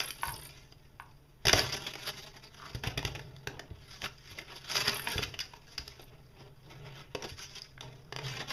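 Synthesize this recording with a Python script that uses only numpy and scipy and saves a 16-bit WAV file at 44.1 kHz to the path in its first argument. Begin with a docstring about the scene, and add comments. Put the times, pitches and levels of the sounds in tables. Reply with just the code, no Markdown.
"""A quiet room, close to a cage: a small rabbit tugs and shoves at a cardboard box.
Card scrapes (dense fibre clicks), snaps (millisecond noise avalanches) and booms (resonant box).
Paws and a cardboard tube thump on the floor (damped partials); a hollow plastic ball is knocked
and brushed (ringing modes). Something smooth slips in thin, stuttering squeaks (runs of rasps).
A room tail and a faint hush lie behind."""
import sys
import numpy as np
from scipy import signal
from scipy.fft import rfft, irfft
from scipy.io import wavfile
from scipy.ndimage import uniform_filter1d, map_coordinates

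SR = 44100
rng = np.random.default_rng(int(sys.argv[2]) if len(sys.argv) > 2 else 0)


def dump_mix(stems):
    """Bounce the given channels to the path in sys.argv[1] as a 16-bit WAV at rate SR."""
    frames = np.atleast_2d(stems).T  # one column per channel
    limited = np.clip(frames, -1, 1)  # hard clip at full scale
    pcm = np.round(limited * 32767).astype(np.int16)
    wavfile.write(sys.argv[1], SR, pcm)


N = 375732
TIME_S = np.arange(N) / SR
CUTOFF_HZ = 15500

# Event levels are relative: each source adds its own gain.
# tugs and shoves, card on card: peak t/s, level/dB, rise/s, fall/s, body re level/dB, edge re level/dB
STROKES = [(0, -38, .02, .14, -9, -3), (0.258, -50, 0.17, 0.44, -3, 2.5), (.58, -61, 0.19, 0.22, -5, 0.5),
           (1.47, -40.5, 0.023, 0.19, 7, -12), (1.58, -29.5, 0.087, 0.16, -2, -1),
           (1.745, -42, 0.058, .25, -3, -0.5), (1.87, -44, 0.016, 0.12, -1, 2.5),
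           (1.99, -43.5, 0.022, 0.13, -5, 0.5), (2.08, -37.5, 0.065, .05, -6, 1.5),
           (2.18, -50.5, 0.19, 0.096, -1.5, 5), (2.28, -51.5, 0.11, 0.063, -4.5, 3),
           (2.37, -54.5, 0.075, 0.053, 0, 0.5), (2.435, -56, 0.02, 0.077, 1, 5),
           (2.67, -53, 0.3, 0.22, -1.5, -0.5), (2.85, -40, 0.022, 0.11, 2, -6),
           (2.995, -47.5, 0.058, 0.08, 5.5, -18), (3.08, -47, 0.1, 0.086, 0.5, -1.5),
           (3.17, -60.5, .08, 0.44, 4, -0.5), (3.5, -58.5, .04, 0.46, 13, -14),
           (3.92, -57, 0.25, 0.39, -8, 4.5), (4.048, -44.5, 0.063, 0.044, 5, 6),
           (4.33, -57, 0.32, 0.25, -14, 1.5), (4.385, -52, 0.092, 0.11, 7.5, -1),
           (4.521, -46, 0.085, 0.053, -1, -5.5), (4.565, -48.5, 0.065, 0.04, 1, 7),
           (4.758, -33, 0.11, 0.34, -8, 2.5), (4.89, -37, 0.24, 0.21, -6, -8.5),
           (5.128, -35.5, 0.032, .025, -8, 3.5), (5.16, -41, 0.24, 0.18, 2, 3),
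           (5.23, -41.5, 0.12, 0.057, -17, -4), (5.42, -59.5, .04, 0.7, -3.5, -3),
           (5.729, -58, 0.18, 0.056, -2.5, 4), (5.81, -58, 0.044, 0.53, 1, 1.5),
           (6.12, -64.5, 0.077, 0.16, 8.5, -16), (6.419, -55.5, 0.089, 0.08, 6.5, -5.5),
           (6.71, -57, 0.14, .26, 3.5, -4), (6.87, -54, 0.095, .4, 0.5, -8),
           (7.0, -50.5, 0.16, 0.07, -6, -6), (7.242, -43.5, 0.045, 0.065, 4.5, -2.5),
           (7.29, -54, 0.044, 0.1, -9, 7), (7.429, -45, 0.083, 0.057, -11.5, 5.5),
           (7.58, -53, 0.24, 0.13, -7, 5), (7.83, -55, .04, 0.28, 4, -4), (8.28, -38, 0.079, 0.15, -14, -5),
           (8.41, -44.5, 0.22, 0.096, 4, -3), (8.484, -43.5, 0.019, .4, -1.5, 3)]
# resonances of the card and the hollows between them: f/Hz, width/Hz, lift/dB
CARD_MODES = [(300, 45, 4), (402, 19, 6.5), (535, 28, -2), (629, 39, 6.5), (906, 320, 4.5), (1194, 110, -3),
              (1377, 130, 3), (1760, 210, 2.5), (2070, 98, 3.5), (2610, 410, 2), (3430, 200, 2.5),
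              (4787, 237, 6), (5750, 250, 2)]
# scrape spectrum: f/Hz, density/dB per Hz
SCRAPE_COLOUR = [(200, 8), (330, 6), (600, 1), (1000, -0.5), (2000, -0.5), (3500, 2), (5500, 0.5),
                 (7000, -9.5), (9500, -18), (11500, -6), (15000, -34)]
# bites, claws, creases giving way:
# t/s, level/dB, body re level/dB, edge re level/dB, length below 6 kHz/s, ring f/Hz
SNAPS = [(0.002, -25.5, -4, -5.5, 0.003, 4800), (0.106, -38, -35, 4.5, 0.0025, 3080),
         (0.723, -56.5, 5.5, -2.5, 0.0042, 4960), (1.453, -32, 3.5, -1, 0.0076, 5760),
         (1.469, -23, -10, -5.5, 0.0052, 5240), (1.482, -22, -11, -4, 0.0054, 3530),
         (1.494, -21, -27, -9, 0.006, 3520), (1.53, -27, -8, 5.5, 0.0029, 6100),
         (1.533, -19.5, 0, -5, 0.0047, 513), (1.593, -30.5, 2, 6.5, 0.0029, 4660),
         (1.723, -41.5, -4, -0.5, 0.017, 5250), (1.865, -40.5, -9, -2, 0.015, 3350),
         (1.936, -48, 3, 2.5, 0.0076, 2750), (1.954, -46, 7.5, 1, 0.0074, 2300),
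         (2.092, -41, 2, -10, 0.0059, 2900), (2.748, -45.5, -3, -4.5, 0.013, 496),
         (2.836, -35, -4, -6.5, 0.0062, 1630), (2.871, -39.5, -17, 1, 0.0078, 2780),
         (2.975, -35.5, 0, -4, 0.0062, 2170), (2.978, -35, -6, -1, 0.0046, 3500),
         (2.99, -43, -11, -3, 0.0069, 1900), (3.028, -35.5, -1, -10, 0.0026, 910),
         (3.05, -28.5, -8.5, -6, 0.0043, 2800), (3.15, -44, 1.5, -5, 0.013, 2700),
         (3.193, -45.5, 2.5, -6, 0.0066, 1610), (3.364, -55, -1, 1, 0.0038, 3500),
         (3.472, -34.5, 3, -2.5, 0.0044, 1610), (3.594, -43, 6.5, -1, 0.0065, 1740),
         (4.019, -33, -14, -3, 0.0017, 3260), (4.04, -35, -13, -10, 0.011, 1290),
         (4.058, -33, -14, -14, 0.0065, 1340), (4.385, -43.5, -18, -2, 0.012, 2040),
         (4.756, -27.5, -2, -2, 0.0026, 1390), (4.768, -27.5, -28, -5, 0.0035, 4930),
         (4.879, -29.5, -7, -5.5, 0.0061, 5100), (4.894, -30.5, -3, -2, 0.0047, 4450),
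         (4.995, -39.5, -15, -10, 0.0077, 1440), (5.072, -24.5, -18, -31, 0.0037, 1050),
         (5.18, -33, -24, -5, 0.0049, 3420), (5.228, -34, -19, -8, 0.0082, 3000),
         (5.236, -33.5, -32, 1, 0.0027, 3730), (5.34, -45, 0, -11, 0.01, 2880),
         (5.39, -37, -22, 1, 0.0047, 2880), (5.402, -39, -23, -3, 0.016, 5020),
         (5.535, -46.5, 0.5, -14, 0.0063, 970), (5.779, -35.5, -12, -4.5, 0.0071, 4980),
         (5.878, -44, -6, 1, 0.0042, 5400), (5.995, -57, 11.5, -1, 0.016, 3650),
         (7.149, -35, 4.5, -9, 0.0066, 504), (7.223, -42, 0, -4.5, 0.0069, 5770),
         (7.619, -59, -7, 20, 0.0021, 4950), (7.778, -44, 2, -35, 0.0034, 1650),
         (7.808, -42, -2.5, -1.5, 0.0057, 3660), (8.124, -34.5, 1.5, -10.5, 0.005, 1670),
         (8.163, -26, 2, -6.5, 0.001, 1620), (8.187, -39.5, 4.5, -10, 0.0076, 1810),
         (8.403, -44.5, -1, -4, 0.018, 1850), (8.505, -39.5, -16, -6, 0.011, 2010)]
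# snap spectrum: f/Hz, density/dB per Hz
SNAP_COLOUR = [(200, -26), (330, 3), (600, 0), (1000, -3.5), (2000, -0.5), (3500, 1.5), (5500, 1),
               (7000, -9.5), (9500, -17), (11500, -8.5), (15000, -28.5)]
# pitches of a snapping flap: multiple of ring f/1, lift/dB
FLAP_MODES = [(1.0, 11), (.68, 2.5)]
# soft blows on floor and box: t/s, level/dB, nominal f/Hz
THUMPS = [(0.274,-37,66.4), (0.341,-42,119), (1.452,-32.5,162), (1.47,-23,124), (1.533,-15.5,315),
          (1.536,-20,95), (2.749,-27.5,111), (2.871,-26,102), (2.977,-27.5,123), (3.049,-27,92),
          (3.475,-35,136), (3.711,-35,106.6), (4.033,-41,125), (4.315,-43,106), (4.879,-31,215),
          (5.158,-28.5,101), (5.173,-34,114), (5.192,-24,362), (5.223,-33,272), (5.794,-36.5,69),
          (7.149,-29.5,276), (7.245,-41,223), (7.319,-38,69.4)]
# partials of a struck panel: multiple of nominal f/1, level/dB
PANEL_PARTIALS = [(.55, -8.5), (1.03, 0.5), (1.7, -6.5), (3.1, -7)]
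# knocks on the plastic ball: t/s, level/dB
KNOCKS = [(.233, -22.5), (.283, -33), (.293, -35), (0.999, -34.5), (5.072, -29), (5.113, -44)]
# modes of the ball: f/Hz, level/dB, t60/s
BALL_MODES = [(921, -2, 0.042), (967, 2.5, 0.043), (1043, -1.5, 0.023), (1494, -1.5, 0.019),
              (1720, -11, .028), (2160, -9.5, .025), (2480, -11, 0.0077)]
# fur brushing along the ball: middle t/s, half length/s, level/dB
BRUSHES = [(2.638, 0.052, -51)]
# stick-slip runs: first slip t/s, last slip t/s, slips/1, first slip level/dB, fade over run/dB, ring f/Hz
SQUEAK_RUNS = [(0.033, 0.106, 4, -34.5, -0.5, 11050), (0.12, 0.195, 6, -44, 8, 10800),
               (.217, 0.321, 7, -33.5, 1.5, 11200), (0.359, 0.469, 7, -43, -5, 9410),
               (1.003, 1.019, 2, -53, 2, 9480), (4.944, 5.043, 5, -29.5, 7.5, 11270),
               (5.083, 5.116, 3, -33.5, -1, 8950), (6.015, 6.039, 2, -45.5, 7, 11550)]
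# resonances of the squeaking surface: f/Hz, width/Hz, lift/dB
SQUEAK_MODES = [(9260, 190, 8.5), (10500, 300, 2), (11200, 370, 4), (11900, 400, 2.5), (13500, 220, 1)]
# air and wall resonances of the box: f/Hz, width/Hz, level/dB
BOX_MODES = [(133.5, 9.9, 8.5), (144.5, 9.7, -5.5), (408.6, 23, -10), (439.6, 18, -12.5),
             (612.5, 11, -13.5), (647, 20, -16.5), (770, 61, -27.5), (867, 19, -16.5), (1370, 53, -24.5),
             (1513, 29, -27.5), (1970, 39, -28)]
# absorption above the box's two lowest resonances: f/Hz, width/Hz, lift/dB
BOX_DIP = [(223, 140, -6)]
# rabbit leans and rubs on the box: peak t/s, level/dB, rise/s, fall/s
LEANS = [(.33, -45.5, .15, 0.25), (3.099, -44.5, 0.53, 0.83), (6.151, -57.5, 0.27, .4),
         (6.45, -53, 0.17, 0.21), (6.85, -45.5, 0.34, 0.39), (7.85, -46, 0.17, 0.29),
         (8.26, -37.5, 0.21, 0.29)]
# room decay: f/Hz, t60/s
ROOM_DECAY = [(100, 0.63), (500, 0.44), (2000, 0.18), (5000, 0.26), (12000, 0.16)]
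# hush spectrum: f/Hz, relative level/dB
HUSH_COLOUR = [(25, 3), (60, -9.5), (130, -11), (200, -11), (280, -11), (450, -18), (900, -21.5),
               (2000, -28.5), (4500, -34.5), (7000, -35.5), (10000, -33), (15000, -36)]
# narrow dips of the microphone: f/Hz, width/Hz, lift/dB
MIC_DIPS = [(4197, 530, -58), (7764, 2000, -23.5), (8630, 630, -30.5), (12100, 110, -23)]

STROKE_RANGE_DB = 21.5  # level change over one rise or one fall
FIDGET_DB, FIDGET_SWING_DB = -77.5, 1  # litter stirring between strokes, relative
HIDE_AT_S, HIDE_TAKES_S, HIDE_CORNER_HZ = 7.03, .1, 11600
FLAP_WIDTH_HZ, FLAP_WIDTH_SHARE = 60, .06  # fixed part, share of pitch
PANEL_CYCLES = 1.28  # cycles to 1/e
SLIP_JITTER_S, SLIP_SPREAD_DB, SLIP_PITCH_SPREAD = .001, 1.5, .012
BOOM_DB, BOOM_BODY_SHARE, BOOM_LINGER_S, BOOM_REST_DB = -8, .5, .051, -61  # BOOM_DB re stroke
RUMBLE_DB, RUMBLE_FOLLOWS = -40.5, .38  # offset, share of boom swing
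HUSH_DB = -61.5


def from_db(db):
    """Amplitude ratio of a level in dB."""
    return 10 ** (np.asarray(db) / 20)


def rms_one(x):
    """Scale to rms 1."""
    return x / np.sqrt(np.mean(x ** 2) + 1e-20)


def at_hz(points, hz):
    """Read a spectrum on a log-frequency axis."""
    points = np.array(points)
    return np.interp(np.log(hz), np.log(points[:, 0]), points[:, 1])


def add(track, s, sound):
    """Mix a sound in at s seconds."""
    start = max(round(s * SR), 0)
    track[start:start + len(sound)] += sound[:max(N - start, 0)]


def drift(rate_hz):
    """Smooth random wander, spread about 1, rate_hz knots per second."""
    knots = rng.standard_normal(N // 40)
    return np.interp(TIME_S * rate_hz, np.arange(len(knots)), knots) * np.sqrt(3 / 2)


def highpass(x, order, hz):
    """Butterworth high-pass."""
    return signal.sosfilt(signal.butter(order, hz, "high", fs=SR, output="sos"), x)


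def band(x, low_hz, high_hz):
    """Butterworth band-pass."""
    return signal.sosfilt(signal.butter(2, [low_hz, high_hz], "band", fs=SR, output="sos"), x)


def split(two_sources, lowest_hz, count):
    """Yield (centre Hz, band); neighbours come from different sources."""
    edges_hz = np.geomspace(lowest_hz, CUTOFF_HZ, count + 1)
    for k, (low, high) in enumerate(zip(edges_hz, edges_hz[1:])):
        yield np.sqrt(low * high), band(two_sources[k % 2], low, high)


def resonate(x, hz, width_hz):
    """Resonance with gain 1 on top."""
    return signal.lfilter(*signal.iirpeak(hz, hz / width_hz, fs=SR), x + 1e-18)


def equalise(x, peaks):
    """Lift or sink the sound around each resonance in turn."""
    for hz, width_hz, db in peaks:
        x = x + (from_db(db) - 1) * resonate(x, hz, width_hz)
    return x


def tone_db(hz, body_db, edge_db):
    """Broad contact weights the spectrum below 1 kHz (body), sharp contact above 4 kHz (edge)."""
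    body_share = at_hz([(700, 0.93), (1400, 0)], hz)
    edge_share = at_hz([(2800, 0.086), (4600, 0.88)], hz)
    return body_db * body_share + edge_db * edge_share


def swell(s, level_db, rise_s, fall_s):
    """Power of one movement: builds up and dies away, linear in dB."""
    away = np.maximum((s - TIME_S) / rise_s, (TIME_S - s) / fall_s)
    return from_db(level_db - STROKE_RANGE_DB * np.minimum(away, 6)) ** 2


def rubbing():
    """Level, body and edge of all strokes in dB; the stronger stroke dominates the colour."""
    power = from_db(FIDGET_DB + FIDGET_SWING_DB * drift(5.4)) ** 2
    body, edge = 0, 0
    for s, level_db, rise_s, fall_s, body_db, edge_db in STROKES:
        stroke = swell(s, level_db, rise_s, fall_s)
        power = power + stroke
        body = body + body_db * stroke
        edge = edge + edge_db * stroke
    return 10 * np.log10(power), body / power, edge / power


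def grains(per_s, spread_db):
    """Fibres catch and let go at random: clicks of uneven size, rms 1."""
    sizes = from_db(spread_db * np.minimum(rng.exponential(1, N), 4))
    signs = rng.choice([-1, 1], N)
    return rms_one(sizes * signs * (rng.random(N) < per_s / SR))


def catches(per_s, size):
    """Grip tightens suddenly and lets go within a few ms; rms 1."""
    jolts = (rng.random(N) < per_s / SR) * rng.uniform(0.076, 1, N)
    keep = np.exp(-1 / (.004 * SR))
    return rms_one(1 + size * signal.lfilter([1], [1, -keep], jolts + 1e-18))


def near_wall(x):
    """A wall of the box echoes within a few ms; the lag drifts."""
    lag_s = .004 * from_db(1.452 * np.clip(drift(1.5), -2, 2))
    return x + .5 * map_coordinates(x, [(TIME_S - lag_s) * SR], order=3)


def scrape(level_db, body_db, edge_db):
    """Dense fibre clicks in gritty clusters plus coarser crackles; the colour wanders."""
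    clumps = catches(per_s=75, size=1.7) * from_db(1.61 * drift(70))
    crackles = from_db(-4.5) * grains(per_s=160, spread_db=6.5)
    fibres = [clumps * grains(per_s=5000, spread_db=2.5) + crackles for _ in range(2)]
    # light rubbing has less top than hard rubbing
    soft_db = 0.136 * np.minimum(level_db + 44.5, 0)
    out = np.zeros(N)
    for hz, noise in split(fibres, lowest_hz=185.4, count=30):
        colour_db = at_hz(SCRAPE_COLOUR, hz) + tone_db(hz, body_db, edge_db) + soft_db * (hz > 7000)
        wander_db = 2.4 * drift(35)
        out += noise * from_db(colour_db + wander_db)
    return near_wall(out * from_db(level_db + 5.5))


def snaps():
    """An avalanche of tiny breaks, a few ms long, rings the flap of card it happens in."""
    out, t = np.zeros(N), TIME_S[:SR // 25]
    bands = list(split(rng.standard_normal((2, N)), lowest_hz=189.8, count=19))
    hz = np.array([centre for centre, _ in bands])
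    noise = np.array([sound for _, sound in bands])
    band_rms = noise.std(axis=1)
    for k, (s, level_db, body_db, edge_db, length_s, ring_hz) in enumerate(SNAPS):
        spread_db = rng.normal(0, 1.8, len(hz))
        colour = from_db(at_hz(SNAP_COLOUR, hz) + tone_db(hz, body_db, edge_db) + spread_db)
        # the highest bands die first
        lengths_s = length_s * at_hz([(6000, 1), (11000, 0.77)], hz)[:, None]
        envelope = (1 - np.exp(-t / 0.00012)) * np.exp(-(t / lengths_s) ** 2)
        bursts = noise[:, k * len(t):(k + 1) * len(t)] * envelope
        # fix each band's energy against the chance of a short noise burst
        share = band_rms * np.linalg.norm(envelope[0]) / np.linalg.norm(bursts, axis=1)
        flap = []
        for ratio, lift_db in FLAP_MODES:
            flap_hz = ratio * ring_hz
            flap.append((flap_hz, FLAP_WIDTH_HZ + FLAP_WIDTH_SHARE * flap_hz, lift_db))
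        crack = equalise((colour * share) @ bursts, flap)
        add(out, s, from_db(level_db + 9) * crack)
    return out


def behind_wall(x):
    """The rabbit withdraws behind the box wall, which shades the treble."""
    hidden = np.clip((TIME_S - HIDE_AT_S) / HIDE_TAKES_S, 0, 1)
    dull = signal.sosfilt(signal.butter(2, HIDE_CORNER_HZ, fs=SR, output="sos"), x)
    return (1 - hidden) * x + hidden * dull


def booming(level_db, body_db):
    """Boom level in dB: follows the strokes with a lag, swells when the rabbit leans on the box."""
    keep = np.exp(-1 / (BOOM_LINGER_S * SR))
    drive = from_db(level_db + BOOM_BODY_SHARE * body_db + BOOM_DB) ** 2
    driven = signal.lfilter([1 - keep], [1, -keep], drive)
    leaning = sum(swell(*lean) for lean in LEANS)
    return 10 * np.log10(driven + leaning + from_db(BOOM_REST_DB) ** 2)


def box(blows, boom_db):
    """Friction and blows excite the hollow box's modes; the cage floor rumbles under it."""
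    friction = rng.standard_normal(N)
    boom, ring = np.zeros(N), np.zeros(N)
    for hz, width_hz, db in BOX_MODES:
        mode = resonate(friction, hz, width_hz)
        boom += from_db(db) * band(mode, hz - 3 * width_hz, hz + 3 * width_hz)
        ring += from_db(db) * resonate(blows, hz, width_hz)
    boom = rms_one(boom)
    # even out the boom's level
    boom = boom / np.sqrt(uniform_filter1d(boom ** 2, size=3000) + 0.11)
    rumble = rms_one(band(rng.standard_normal(N), 20, 110))
    rumble_db = RUMBLE_FOLLOWS * boom_db + RUMBLE_DB
    return from_db(boom_db) * boom + from_db(-13.5) * ring + from_db(rumble_db) * rumble


def thumps():
    """A soft blow rocks a damped panel for a cycle or two, in several partials."""
    out, t = np.zeros(N), TIME_S[:SR // 5]
    for s, level_db, hz in THUMPS:
        for ratio, db in PANEL_PARTIALS:
            cycles = hz * ratio * rng.uniform(0.85, 1.2) * t
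            partial = np.sin(2 * np.pi * cycles) * np.exp(-cycles / PANEL_CYCLES)
            add(out, s, from_db(level_db + db) * partial)
    return highpass(out, 2, 42)


def ball():
    """Each knock makes the hollow ball chatter and ring; brushing draws a hollow rub from it."""
    out, t = np.zeros(N), TIME_S[:SR // 4]
    for s, level_db in KNOCKS:
        ring = np.zeros(len(t))
        for hz, db, t60_s in BALL_MODES:
            mode_hz = hz * rng.normal(1, 0.0083)
            ring += np.sin(2 * np.pi * mode_hz * t) * from_db(db - 60 * t / t60_s)
        chatter = .02 * rng.standard_normal(len(t)) * np.exp(-t / .009)
        chatter[0] = 1  # first contact
        add(out, s, from_db(level_db) * band(signal.fftconvolve(ring, chatter), 1250, 5600))
    pressure = sum(from_db(db) * np.exp(-((TIME_S - s) / half_s) ** 4) for s, half_s, db in BRUSHES)
    rub = rms_one(band(band(grains(per_s=2100, spread_db=6.0), 1000, 1500), 770, 3300))
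    return out + pressure * rub


def squeaks():
    """A surface sticks and slips at a near-steady rate; each slip is a short, high, ringing rasp."""
    out, t = np.zeros(N), TIME_S[:SR // 20]
    envelope = (1 - np.exp(-t / 0.0013)) * np.exp(-(t / 0.0063) ** 2)
    for first_s, last_s, slips, first_db, fade_db, hz in SQUEAK_RUNS:
        for along in np.linspace(0, 1, round(slips)):
            late, louder, sharper = rng.standard_normal(3)
            rasp = rng.standard_normal(len(t)) * envelope
            slip = rasp + 3.5 * resonate(rasp, hz * (1 + SLIP_PITCH_SPREAD * sharper), 150)
            slip_db = first_db - fade_db * along + SLIP_SPREAD_DB * louder
            slip_s = first_s + along * (last_s - first_s) + SLIP_JITTER_S * late
            add(out, slip_s, from_db(slip_db) * slip)
    top = highpass(band(out, 7800, 13000), 4, 8500)
    return from_db(-1.0) * equalise(top, SQUEAK_MODES)


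def room(x):
    """Diffuse tail: builds up within a few ms, decay time set per band."""
    t = TIME_S[:SR // 2]
    bands = split(rng.standard_normal((2, len(t))), lowest_hz=54.6, count=12)
    tail = sum(noise * from_db(-60 * t / at_hz(ROOM_DECAY, hz)) for hz, noise in bands)
    tail = tail * (1 - np.exp(-t / 0.0031))
    return signal.fftconvolve(x, tail / np.linalg.norm(tail))[:N]


def hush():
    """The still room: steady noise shaped in the spectrum."""
    hz = np.maximum(np.fft.rfftfreq(N, 1 / SR), 1)
    spectrum = rfft(rng.standard_normal(N)) * from_db(at_hz(HUSH_COLOUR, hz))
    return from_db(HUSH_DB) * rms_one(irfft(spectrum, N))


def scene():
    """Sum the direct sources, the box's response, the room tail and the hush."""
    level_db, body_db, edge_db = rubbing()
    sliding = behind_wall(equalise(scrape(level_db, body_db, edge_db), CARD_MODES))
    cracks = behind_wall(equalise(snaps(), CARD_MODES))
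    blows = thumps()
    plastic = ball() + squeaks()
    hollow = box(cracks + from_db(-6.0) * blows, booming(level_db, body_db))
    send = from_db(-28) * sliding + from_db(-10.5) * cracks
    send += from_db(-11.5) * blows + from_db(-7.5) * plastic
    cage = sliding + cracks + blows + plastic + hollow + room(send)
    return (equalise(cage, BOX_DIP) + hush())[None]


def record(dry):
    """The microphone has a few narrow dips; an elliptic low-pass cuts the top."""
    top_cut = signal.ellip(10, .2, 70, CUTOFF_HZ, fs=SR, output="sos")
    return signal.sosfilt(top_cut, equalise(dry, MIC_DIPS))


dry = scene()
out = record(dry)
dump_mix(out)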